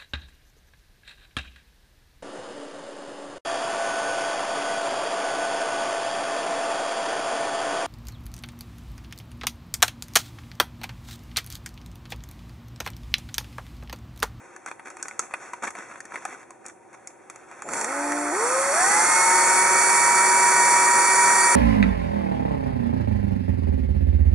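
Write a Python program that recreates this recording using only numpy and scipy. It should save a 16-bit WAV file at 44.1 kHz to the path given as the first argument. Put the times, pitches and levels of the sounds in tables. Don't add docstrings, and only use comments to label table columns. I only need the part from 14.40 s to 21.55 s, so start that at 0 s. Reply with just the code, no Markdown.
import sys
import numpy as np
from scipy import signal
from scipy.fft import rfft, irfft, next_fast_len
from scipy.io import wavfile
from scipy.ndimage import uniform_filter1d

SR = 44100
rng = np.random.default_rng(int(sys.argv[2]) if len(sys.argv) > 2 else 0)


def wrap_up_sound(samples):
    columns = np.atleast_2d(samples).T
    tamed = np.clip(columns, -1, 1)
    steps = np.round(tamed * 32767).astype(np.int16)
    wavfile.write(sys.argv[1], SR, steps)


def to_linear_factor(level_db):
    exponent = np.asarray(level_db, float) / 20
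    return 10 ** exponent


N = 315438
TIME = np.arange(N) / SR
START_S = 3.255
PORTS = np.array([[.5], [-.5]])

# frequency in Hz, level in dB per Hz.
PAPER = [(60, -63), (200, -11), (400, -7.5), (800, -4), (1400, 0), (2200, -4.5), (2800, 3), (4000, -2.5),
         (5500, -34)]
# frequency in Hz, gain in dB.
MIC = [(40, -13.5), (200, 8.5), (2300, 3), (2600, -5.5), (2850, -17.5), (3700, -14), (4550, -4), (5250, -1),
       (5600, 7), (10000, 18.5), (11000, 8), (11650, -11.5), (11800, -56), (16000, -63)]


def unit(x):
    return x / np.sqrt(np.mean(x ** 2) + 1e-20)


def along(points, hz):
    f, *v = np.transpose(points)
    return np.squeeze([np.interp(np.log(hz + 1), np.log(f + 1), c) for c in v])


def curves(rows, fade=0.0069):
    s, *cols = np.transpose(rows)
    gate = np.clip(np.minimum(TIME - s[0], s[-1] + 3 * fade - TIME) / fade, 0, 1)
    return [np.interp(TIME, s, c) for c in cols] + [gate]


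def wobble(rate):
    knots = rng.standard_normal(int(N * rate / SR) + 2)
    return np.interp(TIME * rate, np.arange(len(knots)), knots)


def filtered(x, response):
    m = next_fast_len(N + 8192)
    return irfft(rfft(x, m) * response(np.fft.rfftfreq(m, 1 / SR)), m)[..., :N]


def resonance(f, center, width):
    return 1j * f * width / (center * center - f * f + 1j * f * width)


def hiss(spectrum, grain_db=0):
    grains = to_linear_factor(grain_db * wobble(900)) * rng.standard_normal(N)
    return unit(filtered(grains, lambda hz: to_linear_factor(along(spectrum, hz))))


def sweep(hz):
    return np.sin(2 * np.pi * np.cumsum(hz) / SR)


def kitchen():
    # frequency in Hz, width in Hz, level in dB.
    hum = [(60, 39, -0.5), (120, 14, 1), (355, 48, 4.5), (395, 15, -20), (550, 60, 1), (765, 38, 6),
           (935, 26, 4), (1390, 230, -34)]
    shared, own = rng.standard_normal(N), rng.standard_normal((2, N))

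    def peaks(f):
        return np.sqrt(sum(np.abs(to_linear_factor(db) * resonance(f, c, w)) ** 2 for c, w, db in hum))

    return to_linear_factor(-58) * unit(filtered(shared + 1.2 * own, peaks))


def rubbing():
    # time in seconds, pressure in dB.
    rub = [(0, -44.5), (.42, -49.5), (.7, -43), (.85, -47), (1.03, -38.5), (1.3, -48), (1.41, -38),
           (1.58, -49), (1.89, -36.5), (2.04, -50), (2.36, -54), (2.74, -50.5), (3.05, -46.5), (3.3, -39.5)]
    # frequency in Hz, level in dB per Hz.
    grit = [(2500, -46), (4000, -8), (5500, 4.5), (6600, 2), (8000, -4.5), (9500, -30), (11000, -19),
            (14000, 19.5)]
    # start in seconds, length in seconds, level in dB.
    scrapes = [(0.265, 0.062, -41), (.45, 0.079, -42.5), (.583, .034, -42), (0.651, 0.012, -41),
               (0.798, 0.075, -45.5), (1.13, 0.014, -43.5), (1.222, 0.038, -29.5), (1.265, 0.026, -32),
               (1.342, 0.11, -41), (1.495, 0.099, -42), (1.707, 0.087, -42.5), (1.82, .014, -42),
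               (1.904, .05, -41), (1.99, 0.05, -43.5), (2.243, 0.066, -46.5), (2.528, 0.03, -46),
               (2.699, 0.015, -46.5), (3.113, 0.03, -45)]
    usual_db = -47
    rustle_db, moving = curves(rub, fade=0.00069)
    scratch_db = usual_db - 3.0 + 1.2 * (rustle_db - usual_db)
    clumps = 1.5 * wobble(45)
    rustle = to_linear_factor(rustle_db + clumps - 7) * hiss(PAPER, grain_db=1.0)
    scratch = to_linear_factor(scratch_db + clumps - 2.5) * hiss(grit, grain_db=3.5)
    out = moving * (rustle + scratch)

    coarse = to_linear_factor(4.3 * wobble(260) + 2.3 * wobble(60.24))
    stroking = unit(coarse * hiss(PAPER, grain_db=3.5))
    stroking = stroking + to_linear_factor(2.0) * unit(coarse * hiss(grit, grain_db=-2.5))
    for s, length, db in scrapes:
        stroke = np.sin(np.pi * np.clip((TIME - s) / length, 0, 1)).clip(0) ** 0.36
        out += to_linear_factor(db) * stroke * stroking
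    return out


def dying(t, life_s):
    return to_linear_factor(-60 * t / life_s) + 1.53 * to_linear_factor(-60 * t / 0.0051)


def peaked(x):
    return x / np.abs(x).max()


def clicks():
    # start in seconds, knock in dB, knock pitch in Hz, snap in dB.
    contacts = [(0.163, -38.5, 1730, -31), (0.261, -29.5, 1470, -21.5), (0.395, -30, 1000, -57),
                (0.457, -38, 1380, -50), (0.502, -39, 1310, -27.5), (0.569, -33.5, 711, -29),
                (0.627, -34, 1550, -11), (0.683, -27, 1400, -15), (0.711, -28, 2140, -35),
                (0.793, -19, 1310, -3.5), (0.91, -38, 721, -42), (0.938, -17, 2570, -44),
                (1.134, -26, 999, -26.5), (1.236, -24, 1340, -26), (1.275, -24.5, 2130, -25),
                (1.305, -30.5, 1250, -24), (1.352, -29.5, 680, -42), (1.513, -36, 1340, -50),
                (1.604, -31, 1800, -22), (1.653, -39, 1830, -28.5), (1.721, -30.5, 1430, -49),
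                (1.742, -30, 900, -43), (1.757, -23.5, 2170, -45), (1.852, -24, 766, -17),
                (2.106, -38, 1010, -31), (2.263, -38, 1300, -20), (2.283, -40, 990, -26),
                (2.53, -45, 956, -38), (2.673, -40, 2170, -20), (2.899, -31, 859, -24)]
    # start in seconds, knock in dB, knock pitch in Hz, snap in dB.
    catches = [
        (2.959, -37.5, 1200, -29),
        (3.113, -37, 885, -35),
        (3.192, -39, 800, -44),
        (3.221, -29, 760, -23),
        (3.288, -28, 1300, -19.5),
        (3.335, -19, 905, -12),
        (3.371, -26, 900, -17),
        (3.412, -25, 880, -9),
        (3.444, -25, 2000, -9),
        (3.72, -19, 1930, -15),
    ]
    # frequency in Hz, level in dB per Hz.
    snap_colour = [(2500, -28), (3500, 7.5), (5000, 5), (6600, 4.5), (8000, -3), (10000, -15), (11500, -6),
                   (14000, 5.5)]
    # start in seconds, pitch in Hz, level in dB.
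    thumps = [
        (.6, 55, -60),
        (1.24, 91, -62),
        (3.26, 71.6, -51),
    ]
    knock = filtered(hiss(PAPER), lambda f: f ** 2 / (f ** 2 + 450 ** 2))
    snap = hiss(snap_colour)
    out, t = np.zeros((2, N)), TIME[:SR // 8]
    ring_s = .04
    for rows, pan_db in ((contacts, 1), (catches, -1)):
        for s, knock_db, hz, snap_db in rows:
            at = slice(round(s * SR), round(s * SR) + len(t))
            blow = dying(t, ring_s) * (1 - np.exp(-t / 0.00049)) * knock[at]
            pitched = 1.87 * signal.lfilter(*signal.iirpeak(hz, 9.6, SR), blow)
            body = to_linear_factor(knock_db) * peaked(blow + pitched)
            crack = dying(t, 0.69 * ring_s) * (1 - np.exp(-t / 0.00019)) * snap[at]
            edge = to_linear_factor(snap_db - 8.5) * peaked(crack)
            out[:, at] += to_linear_factor(3.5) * (body + edge) * to_linear_factor(PORTS * pan_db)
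    for s, hz, db in thumps:
        out[:, round(s * SR):][:, :len(t)] += to_linear_factor(db) * np.sin(2 * np.pi * hz * t) * np.hanning(len(t))
    return out


def trigger():
    # start in seconds, from Hz, to Hz, length in seconds, level in dB.
    squeaks = [
        (2.99, 9900, 11000, .1, -86),
        (3.06, 7460, 8050, .06, -77),
        (3.124, 7240, 7540, .07, -83),
    ]
    out = np.zeros(N)
    for s, from_hz, to_hz, length, db in squeaks:
        u = np.clip((TIME - s) / length, 0, 1)
        swell = np.sqrt(np.sin(np.pi * u).clip(0))
        out += to_linear_factor(db) * swell * sweep(to_hz - (to_hz - from_hz) * (1 - u) ** 2)
    return out


def speed():
    # start in seconds, slot tone gained in Hz, catch-up time in seconds.
    squeezes = [
        (3.2035, 221.6, .0237),
        (3.456, 72.1, .0279),
        (3.9097, 303.7, .1035),
        (4.314, 360.3, .1161),
    ]
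    creep, slower = .3133, 3.82
    slot_hz = 0
    for s, hz, lag in squeezes:
        since = (TIME - s).clip(0)
        missing = (1 - creep) * np.exp(-since / lag) + creep * np.exp(-since / (lag * slower))
        slot_hz = slot_hz + hz * (1 - missing)
    shaft_hz = slot_hz.clip(150) / 5
    return shaft_hz, 20 * np.log10(shaft_hz / shaft_hz[-1])


def switching():
    # time in seconds, pitch in Hz, level in dB.
    chops = [(3.22, 6930, -58), (3.25, 7240, -60), (3.33, 7300, -56), (3.5, 7400, -62), (3.89, 7420, -62),
             (3.9, 6640, -56), (3.94, 7050, -55), (3.98, 7500, -56), (4.35, 7450, -66)]
    pwm_hz, pwm_db, chopping = curves(chops)
    return chopping * to_linear_factor(pwm_db + 3 + 4 * wobble(66)) * sweep(pwm_hz + 90 * wobble(200))


def tone(multiple, turn, db, shake):
    return to_linear_factor(db + shake * wobble(25)) * np.sin(multiple * turn + rng.uniform(0, 2 * np.pi))


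def motor_whine(turn, speed_db):
    # multiple of the shaft turn, dB at full speed, dB per dB of speed.
    whine = [(2, -43, 12), (5, -28, 1.0), (10, -43, -.62), (12, -29.5, 1.1), (15, -57.5, -2)]
    return sum(tone(k, turn, db + grows * speed_db, 1.33) for k, db, grows in whine)


def case_rumble(speed_db):
    # frequency in Hz, level in dB per Hz.
    case = [(60, -5.5), (150, -13), (400, -2.5), (900, 8), (1400, 11), (2000, 6), (2600, 5.5), (3500, 4.5),
            (5000, -13), (7000, -54)]
    case_db = -25 + 0.81 * np.minimum(speed_db + 1.5, 0)
    return to_linear_factor(case_db - 3 + 0.32 * wobble(28)) * hiss(case, grain_db=-1.5)


def slack_shudder():
    swell = to_linear_factor(-43.5) * np.exp(-((TIME - 3.34) / 0.15) ** 2) * np.clip((TIME - 3.23) / 0.026, 0, 1)
    return swell * hiss([(60, -18), (200, -8), (450, -1), (900, -1), (1500, -41)], grain_db=1.5)


def fan_rush(turn, chuck_turn, speed_db, fan):
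    slack_db = 6.5 * np.exp(-((TIME - 3.38) / .075) ** 2)
    fan_db = -20.5 + 1.51 * np.minimum(speed_db + 1.5, 0) + slack_db
    pulse = (1 + 0.025 * np.sin(chuck_turn)) * (1 + 0.14 * np.sin(2 * turn))
    vents = 0.95 * hiss(fan, grain_db=0.5) + 0.4 * np.array([hiss(fan), hiss(fan)])
    return to_linear_factor(fan_db + 10.0 + 0.62 * wobble(7.4)) * pulse * vents


def drill():
    # multiple of the shaft turn, dB at full speed.
    shaft = [(1, -36.5), (3, -19.5), (4, -25), (6, -11.5), (7, -11), (8, -15), (9, -17), (11, -15)]
    # multiples of the shaft turn, and their levels in dB.
    mesh = [.686, 9.79, 35.85, 36.98, 43.7, 47.25]
    mesh_db = [-31.5, -10, -13, -10, -11, -7.5]
    # multiple of the shaft turn, dB at full speed.
    fan_orders = [(24, -21.5), (29, -31), (31, -21), (32, -27), (36, -10), (38, -11), (39, -14), (40, -24),
                  (43, -22), (44, -29), (46, -13), (48, -5), (50, -3.5), (52, -21)]
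    # frequency in Hz, level in dB per Hz.
    fan = [(1500, -11), (3000, 8.5), (4500, 10.5), (6000, -3), (7500, -5), (9200, -8.5), (10500, -12),
           (14000, 19)]
    # frequency in Hz, width in Hz, lift in dB.
    housing = [(366, 50, 7), (870, 90, 4), (1320, 120, 3), (1490, 70, 2), (1875, 45, 6.5), (5930, 250, 5),
               (6870, 150, 3), (7460, 250, 5), (8390, 150, 3), (8800, 100, 6), (9190, 120, 6)]
    shaft_hz, speed_db = speed()
    turn = 2 * np.pi * np.cumsum(shaft_hz * (1 + .001 * wobble(25))) / SR
    chuck_turn = turn / 5.35

    orders = [*shaft, *fan_orders, *zip(mesh, mesh_db)]
    orders = [(k, db - along(MIC, k * shaft_hz[-1])) for k, db in orders]
    gears = sum(tone(k, turn, db, 2.8) for k, db in orders if k < 12)
    gears = to_linear_factor(1.6 * speed_db - 24.5) * gears
    blades = sum(tone(k, turn, db, 2.66) for k, db in orders if k > 12)
    blades = to_linear_factor(3.3 * speed_db - 25) * blades
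    blades = filtered(blades, lambda hz: to_linear_factor(along(fan, hz)))

    tones_on = np.clip((TIME - 3.3) / .36, 0, 1) ** 1.54
    running = np.clip((TIME - START_S) / .08, 0, 1)
    load = 1 + 0.4 * np.sin(chuck_turn + 1.0)
    noise = case_rumble(speed_db) + fan_rush(turn, chuck_turn, speed_db, fan)
    inside = tones_on * load * (gears + blades) + running * to_linear_factor(-0.84) * noise

    def shell(f):
        return 1 + sum((to_linear_factor(db) - 1) * resonance(f, c, w) for c, w, db in housing)

    return tones_on * motor_whine(turn, speed_db) + filtered(inside, shell) + switching() + slack_shudder()


def tiles(x):
    # frequency in Hz, t60 in seconds, level in dB.
    walls = [(198, 0.25, -15), (1160, 0.11, -7.5), (2460, 0.031, -4.5), (4840, 0.13, -6), (11000, 0.45, -5)]
    hz, t, z = signal.stft(rng.standard_normal((2, SR // 3)), SR, nperseg=256)
    t60 = along(walls, hz)[0][:, None]
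    decay = to_linear_factor(-60 * t / t60)
    z = z * decay / np.linalg.norm(decay, axis=1, keepdims=True)
    tail = signal.istft(z, SR, nperseg=256)[1]
    late = np.pad(x, (130, 0))[None]
    wet = signal.fftconvolve(late, tail / np.linalg.norm(tail[0]), axes=1)[:, :N]
    return filtered(wet, lambda f: to_linear_factor(along(walls, f)[1]))


def stirred_air():
    shaking = to_linear_factor(-92) + to_linear_factor(-64 + 0.35 * speed()[1]) * (TIME > START_S)
    return shaking * np.array([hiss([(20, -22), (60, -7), (130, -2), (300, -21)]) for _ in "LR"])


def placed(x, pan, lag):
    return filtered(x, lambda hz: to_linear_factor(along(pan, hz) * PORTS) * np.exp(-2j * np.pi * hz * lag * PORTS / SR))


def scene():
    # frequency in Hz, left over right in dB.
    sideways = [(60, -12), (110, 2.5), (190, 1), (340, -1.5), (610, 0.5), (1080, -0.5), (1920, -2.5),
                (3430, -1.5), (6110, -3), (10900, -2.0)]
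    hands, taps, tool = rubbing() + trigger(), clicks(), drill()
    near = placed(hands, [(300, .2), (9000, 0.38)], lag=-0.85) + taps + placed(tool, sideways, lag=1.15)
    return near + tiles((tool + .6 * taps).mean(axis=0) + hands) + kitchen() + stirred_air()


def low_pass(x):
    return signal.sosfilt(signal.butter(12, 14700, fs=SR, output="sos"), x)


def record(dry):
    # frequency in Hz, width in Hz.
    notch = [(2995, 225), (4000, 417), (4890, 115), (5050, 300)]

    def notches(f):
        return np.prod([(c * c - f * f) / (c * c - f * f + 1j * f * w) for c, w in notch], axis=0) ** 2

    def edges(f):
        return f ** 2 / (f ** 2 + 40 ** 2) * to_linear_factor(-9 * (f > 11900))

    heard = filtered(dry, lambda f: to_linear_factor(along(MIC, f)) * notches(f))
    snatches = uniform_filter1d(1. * (wobble(16) > .45), size=600)
    thin_band = snatches * filtered(heard, lambda f: to_linear_factor(27) / (1 + ((f - 13930) / 90) ** 6))
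    return low_pass(filtered(heard, edges) + thin_band)


dry = scene()
out = record(dry)
wrap_up_sound(out)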